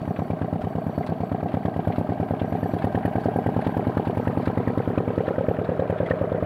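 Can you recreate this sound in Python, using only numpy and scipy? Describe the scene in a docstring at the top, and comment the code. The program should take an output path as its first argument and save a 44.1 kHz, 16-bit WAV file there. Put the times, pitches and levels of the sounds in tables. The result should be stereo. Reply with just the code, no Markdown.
"""A rapid exhaust beat is heard first: a single-cylinder four-stroke diesel fires nine to ten times a second.
Each cycle rings damped modes at set crank angles: bark, boom, second puff, gulp and knock, with iron clatter.
In an open field it drives a well pump by a flat belt, which squeals as narrow-band noise and clacks at its joints.
The listener walks past the engine to the well, where water pours out as grainy noise.
The right microphone is almost dead, picking up a faint coloured leak, its own noise and early bumps."""
import sys
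import numpy as np
from scipy import signal
from scipy.fft import rfft, irfft, next_fast_len
from scipy.io import wavfile
from scipy.ndimage import uniform_filter1d

SR = 44100
rng = np.random.default_rng(int(sys.argv[2]) if len(sys.argv) > 2 else 0)


def to_wav(sig):
    """Store sig (one row per channel, or 1-D mono) as 16-bit WAV at the path in sys.argv[1].

    Samples outside -1..1 are clipped; the rate is SR.
    """
    pcm = np.clip(np.atleast_2d(sig), -1, 1) * 32767
    pcm = np.round(pcm).astype(np.int16)
    wavfile.write(sys.argv[1], SR, pcm.T)  # frames by channels


N = 284445

# Engine speed, with the throttle opened in two pushes and a slight slowing after: t/s, rate/(firings per s)
SPEED = [(0.0, 8.8728), (1.3, 8.8727), (2.35, 9.2902), (2.8, 9.4223), (3.1, 9.7085), (4.2, 9.9512),
         (5.0, 9.9317), (6.45, 9.3805)]


def crank_cycle():
    """Phase is the integral of frequency: engine cycles completed, with exhaust opening near whole numbers."""
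    start_cycle = -.6846
    return start_cycle + np.cumsum(in_time(SPEED)[0]) / SR


# Hardest firings, before each sound's own weighting: t/s, bark level/dB, blast level/dB, jet level/dB
HARD_FIRINGS = [(0.303, 2, 2.1, 1.3), (0.528, 3.5, 1.5, 2.6), (0.866, -0.5, 0.99, 3),
                (0.979, 5.5, 1.8, 0.88), (1.652, 5, 2.2, 1.8), (1.873, 4, 3.4, 5.7), (1.983, 2, 5.2, 3),
                (2.843, 1.5, 0.76, 5.4), (2.948, 2.5, 2, 2.0), (3.052, 3, 2.2, 5.2), (3.666, 0.5, 2.3, 2.7),
                (3.97, 2, 9.5, 3.3), (4.273, 0.5, 4.8, 0.1), (4.474, 1.3, 5.3, 1.3),
                (4.675, -1.5, 6.8, 1.4), (4.775, 0, 3.9, 3.4), (5.485, 5.5, 4, 2.3), (5.898, 2.5, 2.2, 4.8),
                (6.108, 4.5, 5, 2.6), (6.425, 2.1, 1.6, 0.9)]


def hard_firings(cycle):
    """Cyclic variation of combustion: extra dB of bark, blast and jet held through each hard cycle."""
    number = np.floor(cycle + .1).astype(int)   # each hold begins just ahead of the exhaust opening
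    s, *extra_db = np.transpose(HARD_FIRINGS)
    by_cycle = np.zeros((len(extra_db), number.max() + 2))
    by_cycle[:, number[(s * SR).astype(int)]] = extra_db
    return by_cycle[:, number]


def stroke(cycle, angle, modes, level_db, uneven_db):
    """Impulsive excitation of damped modes: once a cycle a gas pulse rings them, never twice alike."""
    pitch_scatter = 0.025    # standard deviation as a share of the pitch
    steady_t60_s = 0.044     # longer modes scatter less
    mode_uneven_db = 1.5
    at = np.flatnonzero(np.diff(np.floor(cycle - angle)) > 0)
    chance = rng.uniform(-1, 1, 128)[:len(at)]
    force_db = np.broadcast_to(level_db, N)[at] + uneven_db * chance
    out = np.zeros(N + SR)
    for hz, t60, *place_db in modes:
        age = np.arange(int(min(t60, .5) * SR)) / SR
        detune, own = rng.standard_normal((2, 128))[:, :len(at)]
        gains = from_db(force_db + mode_uneven_db * own + np.interp(at / SR, PLACES, place_db))
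        decay = from_db(-60 * age / t60)
        pitches = hz * (1 + pitch_scatter * min(1, steady_t60_s / t60) * detune)
        for i, gain, pitch in zip(at, gains, pitches):
            out[i:i + len(age)] += gain * decay * np.sin(2 * np.pi * pitch * age)
    return out[:N]


# Modes of each stroke, relative to that stroke's level: f/Hz, t60/s, then level/dB at each of the four places
# exhaust valve opens
BARK = [(104.7, 0.11, -15.5, -12.5, -13, -13.5), (171.6, 0.053, -14.5, -15, -13.5, -9.5),
        (273.5, 0.029, -14, -7.5, -5, -9), (438, 0.018, -15.5, -14.5, -13.5, -17),
        (561, 0.026, -16, -8.5, -17.5, -35.5), (524, 0.024, -36, -25.5, -14, -12),
        (627, 0.0082, -21, -11, -41, -29.5), (840, 0.024, -17.5, -13, -12.5, -46)]
# silencer
BOOM = [(81.6, 0.085, -32.5, -37, -36, -25.5), (140.5, 0.046, -22.5, -15, -14.5, -23.5),
        (274, 0.055, -36, -27, -40, -32)]
# ring left by the second puff
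PUFF = [(168.3, 0.077, -21, -26, -21.5, -16), (249.2, 0.2, -41, -28.5, -24.5, -33.5),
        (433, 0.093, -23, -21, -31.5, -25)]
# air intake
GULP = [(188.5, 0.17, -42, -75, -35, -25), (236, 0.026, -23, -15.5, -13.5, -17),
        (440, 0.054, -35, -40, -29, -47), (626, 0.051, -22, -17, -19.5, -21)]
# combustion
KNOCK = [(158.4, 0.056, -26.5, -20, -20.5, -18.5), (382, 0.025, -21.5, -29, -41, -21),
         (784, 0.048, -23, -18.5, -19.5, -22.5)]


def gas_pulses(cycle, bark_db):
    """Superposition of five modal strokes; gradual valve opening low-passes each pulse."""
    bark = stroke(cycle, -0.0092, BARK, level_db=0.67 * bark_db - 0.5, uneven_db=-0.9)
    boom = -stroke(cycle, 0.1275, BOOM, level_db=4.5, uneven_db=1.0)   # suction behind the gas slug
    puff = stroke(cycle, .2663, PUFF, level_db=1.32, uneven_db=-2.1)
    gulp = stroke(cycle, .556, GULP, level_db=2.5, uneven_db=2.0)
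    knock = stroke(cycle, .735, KNOCK, level_db=1.0, uneven_db=2.0)
    rounded = cut(bark + boom + puff + gulp + knock, 832, "low", order=4)
    # a narrow pipe radiates almost no deep bass
    high_pass = signal.cheby2(4, 34, 37, "high", fs=SR, output="sos")
    return signal.sosfilt(high_pass, rounded)


def silencer(x, hz, width_hz):
    """All-pass group delay: the can holds back sound near its resonance for about four milliseconds."""
    b, a = signal.iirpeak(hz, hz / width_hz, fs=SR)
    return x - 2 * signal.lfilter(b, a, x)


# Spectrum of the second puff's smooth pulse: f/Hz, level/dB
PUFF_COLOUR = [(60, -21), (150, -1.5), (500, 2), (780, -0.5), (900, -7), (1100, -22.5), (1500, -31.5)]
# Drive of that pulse at the four places: level/dB
PUFF_DB = [19.6, 22.55, 21.3, 22.5]


def second_puff(cycle, angle, uneven_db):
    """Open-end reflection: the piston pushes out the remaining gas in a pulse that bounces twice in the pipe."""
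    clicks = np.append(np.diff(np.floor(cycle - angle)), 0)
    drive = from_db(along_walk(PUFF_DB) + uneven_db * drift(9.2))
    pulse = colour(clicks * drive, PUFF_COLOUR)
    trip_s = 0.003225 * (1 + 0.033 * drift(10))   # mean round trip; the gas is never equally hot
    first_return = -0.91 * delayed(pulse, trip_s)   # inverted by the open end
    second_return = 0.25 * delayed(pulse, 2 * trip_s)
    return pulse + first_return + second_return


# Turbulence spectrum: f/Hz, level/dB per Hz (relative)
RUMBLE_COLOUR = [(25, -18), (42, -32), (65, -22), (120, 8), (180, -4.5), (330, 3.5), (600, -4.5),
                 (850, -5.5), (1100, -14), (1500, -25)]
# Turbulence at the four places: level/dB
RUMBLE_DB = [-30, -29.5, -30.5, -28]


def rumble(cycle):
    """Turbulent flow noise: broadband grains in the pipe, strongest behind the bark."""
    envelope = 5.5 + 2.2 * burst(cycle, 0, 0.2, uneven_db=-2.0)
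    return from_db(along_walk(RUMBLE_DB)) * grains(RUMBLE_COLOUR, envelope, grain_db=1.6)


# Short flutter between nearby surfaces along the walk: t/s, delay/s, share reflected
FLUTTER = [(1.0, 0.0022, 0.46), (3.3, 0.002, 0.29), (4.2, 0.0016, 0.12), (4.8, 0.0013, 0.25),
           (5.4, 0.00093, 0.5), (5.9, 0.00088, 0.59), (6.45, 0.00081, 0.61)]


def flutter(x):
    """Comb filtering: quick inverted echoes make a hollow honk that rises as their path shortens."""
    delay, share = in_time(FLUTTER)
    samples, echo, out = np.arange(N), x, x
    for _ in range(12):
        echo = -np.clip(share, 0, .85) * np.interp(samples - delay * SR, samples, echo)
        out = out + echo
    return out


# Dulling of the bark's top on the way to the outlet: t/s, share of the band removed
SHADE = [(4.9, 0.17), (5.5, 0.36), (6.0, 0.79), (6.45, 1)]


def shade(x, hz, width_hz):
    """Band rejection: away from the pipe's mouth the top of the bark is lost."""
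    b, a = signal.iirpeak(hz, hz / width_hz, fs=SR)
    return x - np.clip(in_time(SHADE)[0], 0, 1) * signal.lfilter(b, a, x)


# Silencer can and pipe: f/Hz, width of one filter pass/Hz, then level/dB at each of the four places
HUM = [(166, 24, -41.5, -42, -47, -51.5), (257.1, 13.4, -55, -35.5, -38, -45.5),
       (478, 54, -63, -60, -43.5, -46), (665, 52, -46, -42, -51, -40.5)]


def hum():
    """Sustained resonance: narrow noise of the silencer can and its pipe bridges the strokes."""
    return placed_noise(HUM)


def stack_clang(cycle, blast_db):
    """Resonant excitation: a short metallic note of the exhaust stack, clear only under a hard blast."""
    level_db = along_walk([-51, -41.5, -43, -41.5]) + blast_db
    envelope = burst(cycle, 0.024, 0.028, uneven_db=-5.5)
    return from_db(level_db) * envelope * narrow_noise(1814, 160)


# Spectrum of the gas jet: f/Hz, level/dB per Hz (relative)
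SIZZLE_COLOUR = [(5000, 2), (6200, -7.5), (7600, -1), (8400, -8.5), (10000, 4.5), (11500, 5.5), (13000, 1),
                 (15500, -1.5)]
# Jet at the four places, before 4 dB is added: level/dB
SIZZLE_DB = [-72.5, -65.5, -68.5, -73.5]


def sizzle(cycle, jet_db):
    """Jet noise: the gas hisses and ticks after the exhaust opens, whistles at the lip and spits when hard."""
    blast = 1.05 * from_db(1.5 * jet_db) * burst(cycle, 0.0044, 0.047, uneven_db=-0.9) ** 2
    firing = 0.15 * burst(cycle, 0.76, 0.036, uneven_db=3.0)
    jet = 0.47 + blast + firing
    smooth_jet = uniform_filter1d(jet, size=220)
    hiss = grains(SIZZLE_COLOUR, smooth_jet * from_db(1.2 * drift(120)), grain_db=1.5)
    # soot and oil drops tick in the jet
    drops = sparse_clicks(per_s=120, weight=jet ** 2, spread_db=4)
    ticks = from_db(-7) * rms_one(colour(drops, SIZZLE_COLOUR))
    lip = burst(cycle, 0, 0.098, uneven_db=7.5) * narrow_noise(12200, 200)
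    whistle = from_db(-14) * rms_one(lip)   # thin note at the pipe's lip
    level = from_db(along_walk(SIZZLE_DB) + 4.0 + drift(10))
    return level * (iron(hiss + ticks, t60=0.0099, ring_db=-1.0) + whistle)


# Bursts of second puff, valve seating, injection and firing: start/cycles, rise/cycles, level/dB
CLATTER = [(0.247, 0.036, 0), (.35, 0.031, -1), (.785, 0.02, 6)]
# Clatter spectrum: f/Hz, level/dB per Hz (relative)
CLATTER_COLOUR = [(500, 3), (900, 6.5), (1300, -11.5), (2000, -7.5), (3000, -13), (4300, -22),
                  (5800, -35.5), (8000, -37)]
# Clatter at the four places, before 10 dB is added: level/dB
CLATTER_DB = [-51.5, -47.5, -48, -50]
# Engine block and tinware: f/Hz, width of one filter pass/Hz, then level/dB at each of the four places
BLOCK = [(1007, 110, -47.5, -42, -40.5, -48), (1280, 110, -51, -56, -42.5, -48),
         (1582, 150, -51, -41.5, -49, -46.5)]


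def machinery(cycle, blast_db):
    """Structure-borne sound: gears rattle throughout; blast, valves and firing shake the iron and the block."""
    blast = from_db(0.65 * blast_db + 8.0) * burst(cycle, 0.0038, 0.045, uneven_db=1.28) ** 2
    power = 1 + blast ** 2   # 1 is the steady gear rattle
    for angle, rise, db in CLATTER:
        power = power + (from_db(db) * burst(cycle, angle, rise, uneven_db=1.0)) ** 2
    shake = np.sqrt(power)
    level = from_db(along_walk(CLATTER_DB) + 10.0 + 0.37 * drift(7.9) + 1.27 * drift(110))
    rattle = grains(CLATTER_COLOUR, shake, grain_db=-0.5)
    clatter = level * patchy(rattle, patchy_db=2.5, rate=120)
    block = rms_one(shake) * placed_noise(BLOCK)
    return iron(clatter, t60=0.034, ring_db=-5.5) + block + tinware(shake)


# Spectrum of the tinware: f/Hz, level/dB
TINWARE_COLOUR = [(850, -5), (1200, -0.5), (1900, -3.5), (2800, -11), (4000, -18)]
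# Tinware at the four places: level/dB
TINWARE_DB = [-47, -43.5, -38.5, -41.5]


def tinware(shake):
    """Random impacts on free resonators: each knock, likelier under hard shaking, rings one small part."""
    clicks = sparse_clicks(per_s=200, weight=shake, spread_db=2.6) * np.sqrt(shake)
    pitches = np.geomspace(880, 4000, 28)   # Hz
    part = rng.integers(0, len(pitches), N)
    rings = sum(ring(clicks * (part == k), hz, t60=37 / hz) for k, hz in enumerate(pitches))
    return from_db(along_walk(TINWARE_DB)) * rms_one(colour(rings, TINWARE_COLOUR))


# Small steel part shaken hard, before its envelope and modes: t/s, level/dB
PINGS = [(1.873, -60), (1.984, -56), (2.631, -57), (2.738, -55), (2.775, -57), (2.843, -53), (2.95, -61),
         (3.054, -53), (3.36, -51), (3.463, -59), (3.611, -55), (3.666, -56), (3.971, -59), (4.074, -56),
         (4.274, -59), (4.375, -58), (4.776, -60)]
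# Its modes: f/Hz, width of one filter pass/Hz, level/dB
PING_MODES = [(10300, 350, 1.5), (11100, 350, 1), (12900, 500, -5)]


def pings():
    """Transient resonance: narrow noise in brief strokes gives short, high metallic shivers."""
    modes = sum(from_db(db) * narrow_noise(hz, width) for hz, width, db in PING_MODES)
    return strikes(PINGS, rise=.003, decay=0.0077) * modes


# Belt squeal: f/Hz, width of one filter pass/Hz, level/dB (relative), share of the swell that it follows
SQUEAL = [(4505, 200, 1.5, .2), (5840, 83, -12, 0.7), (7770, 220, -14.5, 0.69), (9320, 250, -7, 0.4),
          (11800, 360, -5, 0.74), (12090, 150, -8, 0.72)]
# Squeal at the four places: level/dB
SQUEAL_DB = [-71.5, -72, -71.5, -86]
# Belt slips: start t/s, length/s, swell above the steady level/dB before each squeal's share
SLIPS = [(0.047, 0.24, 12.5), (0.677, 0.047, 14), (0.8, 0.26, 13), (1.19, .12, 9), (1.587, .11, 4),
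         (1.76, 0.13, 5), (2.45, 0.36, 12.5), (3.05, 0.17, 9), (3.35, 0.36, 5), (3.68, .12, 8),
         (4.142, 0.19, 10), (4.776, .12, 4), (5.2, .2, 6), (5.46, .12, 16)]


def belt():
    """Frictional squeal: thin notes, each fluttering on its own, swell whenever the belt slips."""
    t = np.arange(N) / SR
    edge_s = .03
    swell_db = np.zeros(N)
    for start, length, db in SLIPS:
        inside_s = np.minimum(t - start, start + length - t)
        swell_db += db * np.clip(.5 + inside_s / edge_s, 0, 1)
    squeals = np.zeros(N)
    for hz, width, db, follows in SQUEAL:
        level_db = db + follows * swell_db + 3.5 * drift(28)
        squeals += from_db(level_db) * narrow_noise(hz, width)
    return from_db(along_walk(SQUEAL_DB)) * squeals


# Joints slapping on to the pulley and off again, about every fourth cycle, before the envelope: t/s, level/dB
CLACKS = [(.159, -28), (.612, -25), (1.025, -29.5), (1.063, -26.5), (1.482, -29.5), (1.525, -33),
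          (1.92, -28.5), (1.957, -25.5), (2.394, -26.5), (2.784, -26), (2.819, -25), (3.196, -30),
          (3.241, -27), (3.612, -27), (3.646, -26), (4.053, -27), (4.42, -30.5), (4.455, -25),
          (5.266, -24.5), (5.644, -27.5), (5.979, -34), (6.059, -28.5), (6.096, -24.5)]
# Rattle spectrum: f/Hz, level/dB per Hz (relative)
RATTLE_COLOUR = [(1000, 8.5), (1900, 7), (2800, -0.5), (4300, -7), (6000, -25), (9000, -24.5)]


def belt_joints():
    """Impact noise: each joint rattles raggedly over the pulley."""
    rattle = patchy(grains(RATTLE_COLOUR, 1, grain_db=1.0), patchy_db=4.0, rate=45)
    clacks = strikes(CLACKS, rise=0.0044, decay=0.0095) * rattle
    return iron(clacks, t60=0.021, ring_db=-6.0)


# Water spectrum: f/Hz, level/dB per Hz (relative)
WATER_COLOUR = [(300, -13), (700, 23.5), (1500, 16.5), (2500, 3), (4500, -51), (9000, -51)]
# Water at the four places: level/dB
WATER_DB = [-62, -54, -46.5, -38]


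def water():
    """Splash noise: the jet falls into the basin as many uneven grains."""
    splash = grains(WATER_COLOUR, from_db(0.9 * drift(40)), grain_db=2.0)
    return from_db(along_walk(WATER_DB)) * splash


def yard(x, t60, wet_db):
    """Diffuse scattering: earth, bricks and crops return a short dull tail."""
    age = np.arange(SR // 4) / SR
    tail = rng.standard_normal(len(age)) * from_db(-60 * age / t60) * (age > .003)
    scattered = signal.fftconvolve(x, tail / np.linalg.norm(tail))[:N]
    return from_db(wet_db) * cut(cut(scattered, 510, "high"), 1060, "low", order=4)


# Touches on the right microphone, as click sizes: t/s, level/dB
BUMPS = [(.017, -14), (0.61, -15.5), (0.713, -31)]


def bumps():
    """Impulse response: a touch on the microphone gives a dull damped thud and a short rub."""
    clicks = np.zeros(N)
    for s, db in BUMPS:
        clicks[int(s * SR)] = from_db(db)
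    thud = cut(ring(clicks, 170, 0.021), 90, "high", order=1) + .5 * ring(clicks, 390, 0.0067)
    fading = signal.lfilter([1], [1, -np.exp(-1 / (0.06 * SR))], clicks + 1e-18)
    rub = fading * rms_one(cut(rng.standard_normal(N), 220, "low", order=1))
    return -1.6 * thud + from_db(-33.0) * rub


# Response of the weak right microphone to the left sound: f/Hz, level/dB
LEAK = [(40, -54), (150, -48), (500, -47), (800, -40), (1200, -54), (1700, -26), (3000, -40), (6000, -46),
        (15000, -17)]
# Its own noise spectrum: f/Hz, level/dB (relative)
MIC_NOISE = [(25, 10), (100, 15.5), (300, 12), (700, 10), (3000, 10), (6000, 1.5), (15000, -0.5)]


def weak_microphone(left):
    """Transducer response and self-noise: a faint coloured copy, steady noise and the bumps."""
    own_noise = from_db(-62.0) * rms_one(colour(rng.standard_normal(N), MIC_NOISE))
    return colour(left, LEAK) + own_noise + bumps()


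# Moments of passing the four places (behind the operator, facing the engine, well rim, outlet pipe): t/s
PLACES = [1.0, 3.4, 4.8, 5.9]


def along_walk(place_db):
    """Position-dependent level: linear interpolation in dB from one place to the next."""
    return np.interp(np.arange(N) / SR, PLACES, place_db)


def placed_noise(modes):
    """Superposed resonances: narrow noises, each with its own level along the walk."""
    return sum(from_db(along_walk(place_db)) * narrow_noise(hz, width) for hz, width, *place_db in modes)


def burst(cycle, angle, rise, uneven_db):
    """Periodic envelope: it swells and dies once a cycle, with a new height each time."""
    age = (cycle - angle) % 1 / rise
    height_db = uneven_db * rng.standard_normal(128)[np.floor(cycle - angle).astype(int)]
    return age * np.exp(1 - age) * from_db(height_db)


def strikes(rows, rise, decay):
    """Transient envelope: single hits with exponential rise and decay in seconds."""
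    out, age = np.zeros(N + SR // 10), np.arange(SR // 10) / SR
    shape = (1 - np.exp(-age / rise)) * np.exp(-age / decay)
    for s, db in rows:
        at = int(s * SR)
        out[at:at + len(age)] += from_db(db) * shape
    return out[:N]


def sparse_clicks(per_s, weight, spread_db):
    """Inhomogeneous random impulses: uneven clicks, more frequent where the weight is high."""
    born = rng.random(N) < per_s * weight / np.mean(weight) / SR
    sign = rng.choice([-1, 1], N)
    return born * sign * from_db(spread_db * np.minimum(rng.exponential(1, N), 3))


def grains(points, envelope, grain_db):
    """Amplitude-modulated noise: grains of about a millisecond and uneven size, at unit power."""
    return rms_one(colour(rng.standard_normal(N) * envelope * from_db(grain_db * drift(700)), points))


def iron(x, t60, ring_db):
    """High modal density: briefly ringing modes of castings and tinware, with the broad colour kept."""
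    age = np.arange(SR // 10) / SR
    modes = rng.standard_normal(len(age)) * from_db(-60 * age / t60)
    response = 1 + from_db(ring_db) * rfft(modes / np.linalg.norm(modes), 2 * N)
    broad = np.sqrt(uniform_filter1d(np.abs(response) ** 2, size=N // 40))
    return irfft(rfft(x, 2 * N) * response / broad)[:N]


def patchy(x, patchy_db, rate):
    """Independent band modulation: parts take turns as third-octave bands swell and fade on their own."""
    size = next_fast_len(N)
    # the end bands take in everything below and above
    third = np.clip(3 * np.log2(np.fft.rfftfreq(size, 1 / SR) + 1), 27, 37)
    spectrum = rfft(x, size)
    out = np.zeros(N)
    for k in range(27, 38):
        band = irfft(spectrum * np.maximum(0, 1 - abs(third - k)), size)[:N]
        out += band * from_db(patchy_db * drift(rate))
    return rms_one(out)


def narrow_noise(hz, width_hz):
    """Resonant filtering: noise at unit power, passed twice through a peak for steep skirts."""
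    b, a = signal.iirpeak(hz, hz / width_hz, fs=SR)
    return rms_one(signal.lfilter(b, a, signal.lfilter(b, a, rng.standard_normal(N))))


def ring(clicks, hz, t60):
    """Damped oscillator: a unit click starts a decaying sine of initial height 1."""
    r, w = from_db(-60 / (t60 * SR)), 2 * np.pi * hz / SR
    return signal.lfilter([0, np.sin(w)], [1, -2 * r * np.cos(w), r * r], clicks + 1e-18)


def delayed(x, delay_s):
    """Propagation delay: the same sound a little later."""
    return np.interp(np.arange(N) - delay_s * SR, np.arange(N), x, left=0)


def drift(rate):
    """Random modulation: normal values, rate of them a second, joined by lines and scaled to unit power."""
    steps = np.arange(N) * rate / SR
    return rms_one(np.interp(steps, np.arange(N), rng.standard_normal(N)))


def colour(x, points):
    """Spectral shaping: a smooth response that falls 20 dB an octave beyond its ends."""
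    hz, db = np.transpose(points)
    octave, known = np.log2(np.fft.rfftfreq(2 * N, 1 / SR) + 1), np.log2(hz)
    beyond = np.abs(octave - np.clip(octave, known[0], known[-1]))
    gain = from_db(np.interp(octave, known, db) - 20 * beyond)
    return irfft(rfft(x, 2 * N) * gain)[:N]


def cut(x, hz, kind, order=2):
    """Maximally flat filtering: Butterworth low- or high-pass."""
    return signal.sosfilt(signal.butter(order, hz, kind, fs=SR, output="sos"), x)


def in_time(rows):
    """Linear interpolation: the columns of a curve at every sample."""
    s, *columns = np.transpose(rows)
    return [np.interp(np.arange(N) / SR, s, c) for c in columns]


def from_db(db):
    """Logarithmic level: decibels to amplitude gain."""
    return 10 ** (np.asarray(db) / 20)


def rms_one(x):
    """Power normalization: scale to a root mean square of 1."""
    return x / np.sqrt(np.mean(x ** 2) + 1e-20)


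def scene():
    """Superposition: the crank angle times the engine's strokes; the right channel gets only a weak pickup."""
    cycle = crank_cycle()
    bark_db, blast_db, jet_db = hard_firings(cycle)
    pulses = silencer(gas_pulses(cycle, bark_db), hz=731, width_hz=146)
    pulses = pulses + second_puff(cycle, angle=.272, uneven_db=1.38)
    exhaust = shade(flutter(pulses + rumble(cycle)), hz=826, width_hz=264) + hum()
    left = exhaust + yard(exhaust, t60=0.11, wet_db=-11.5)
    left = left + machinery(cycle, blast_db) + belt_joints()
    left = left + sizzle(cycle, jet_db) + stack_clang(cycle, blast_db) + pings()
    left = left + belt() + water()
    return np.array([left, weak_microphone(left)])


def record(dry):
    """Band limitation: an elliptic low-pass cuts the top steeply at 15750 Hz."""
    return signal.sosfilt(signal.ellip(10, .1, 80, 15750, fs=SR, output="sos"), dry)


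dry = scene()
out = record(dry)
to_wav(out)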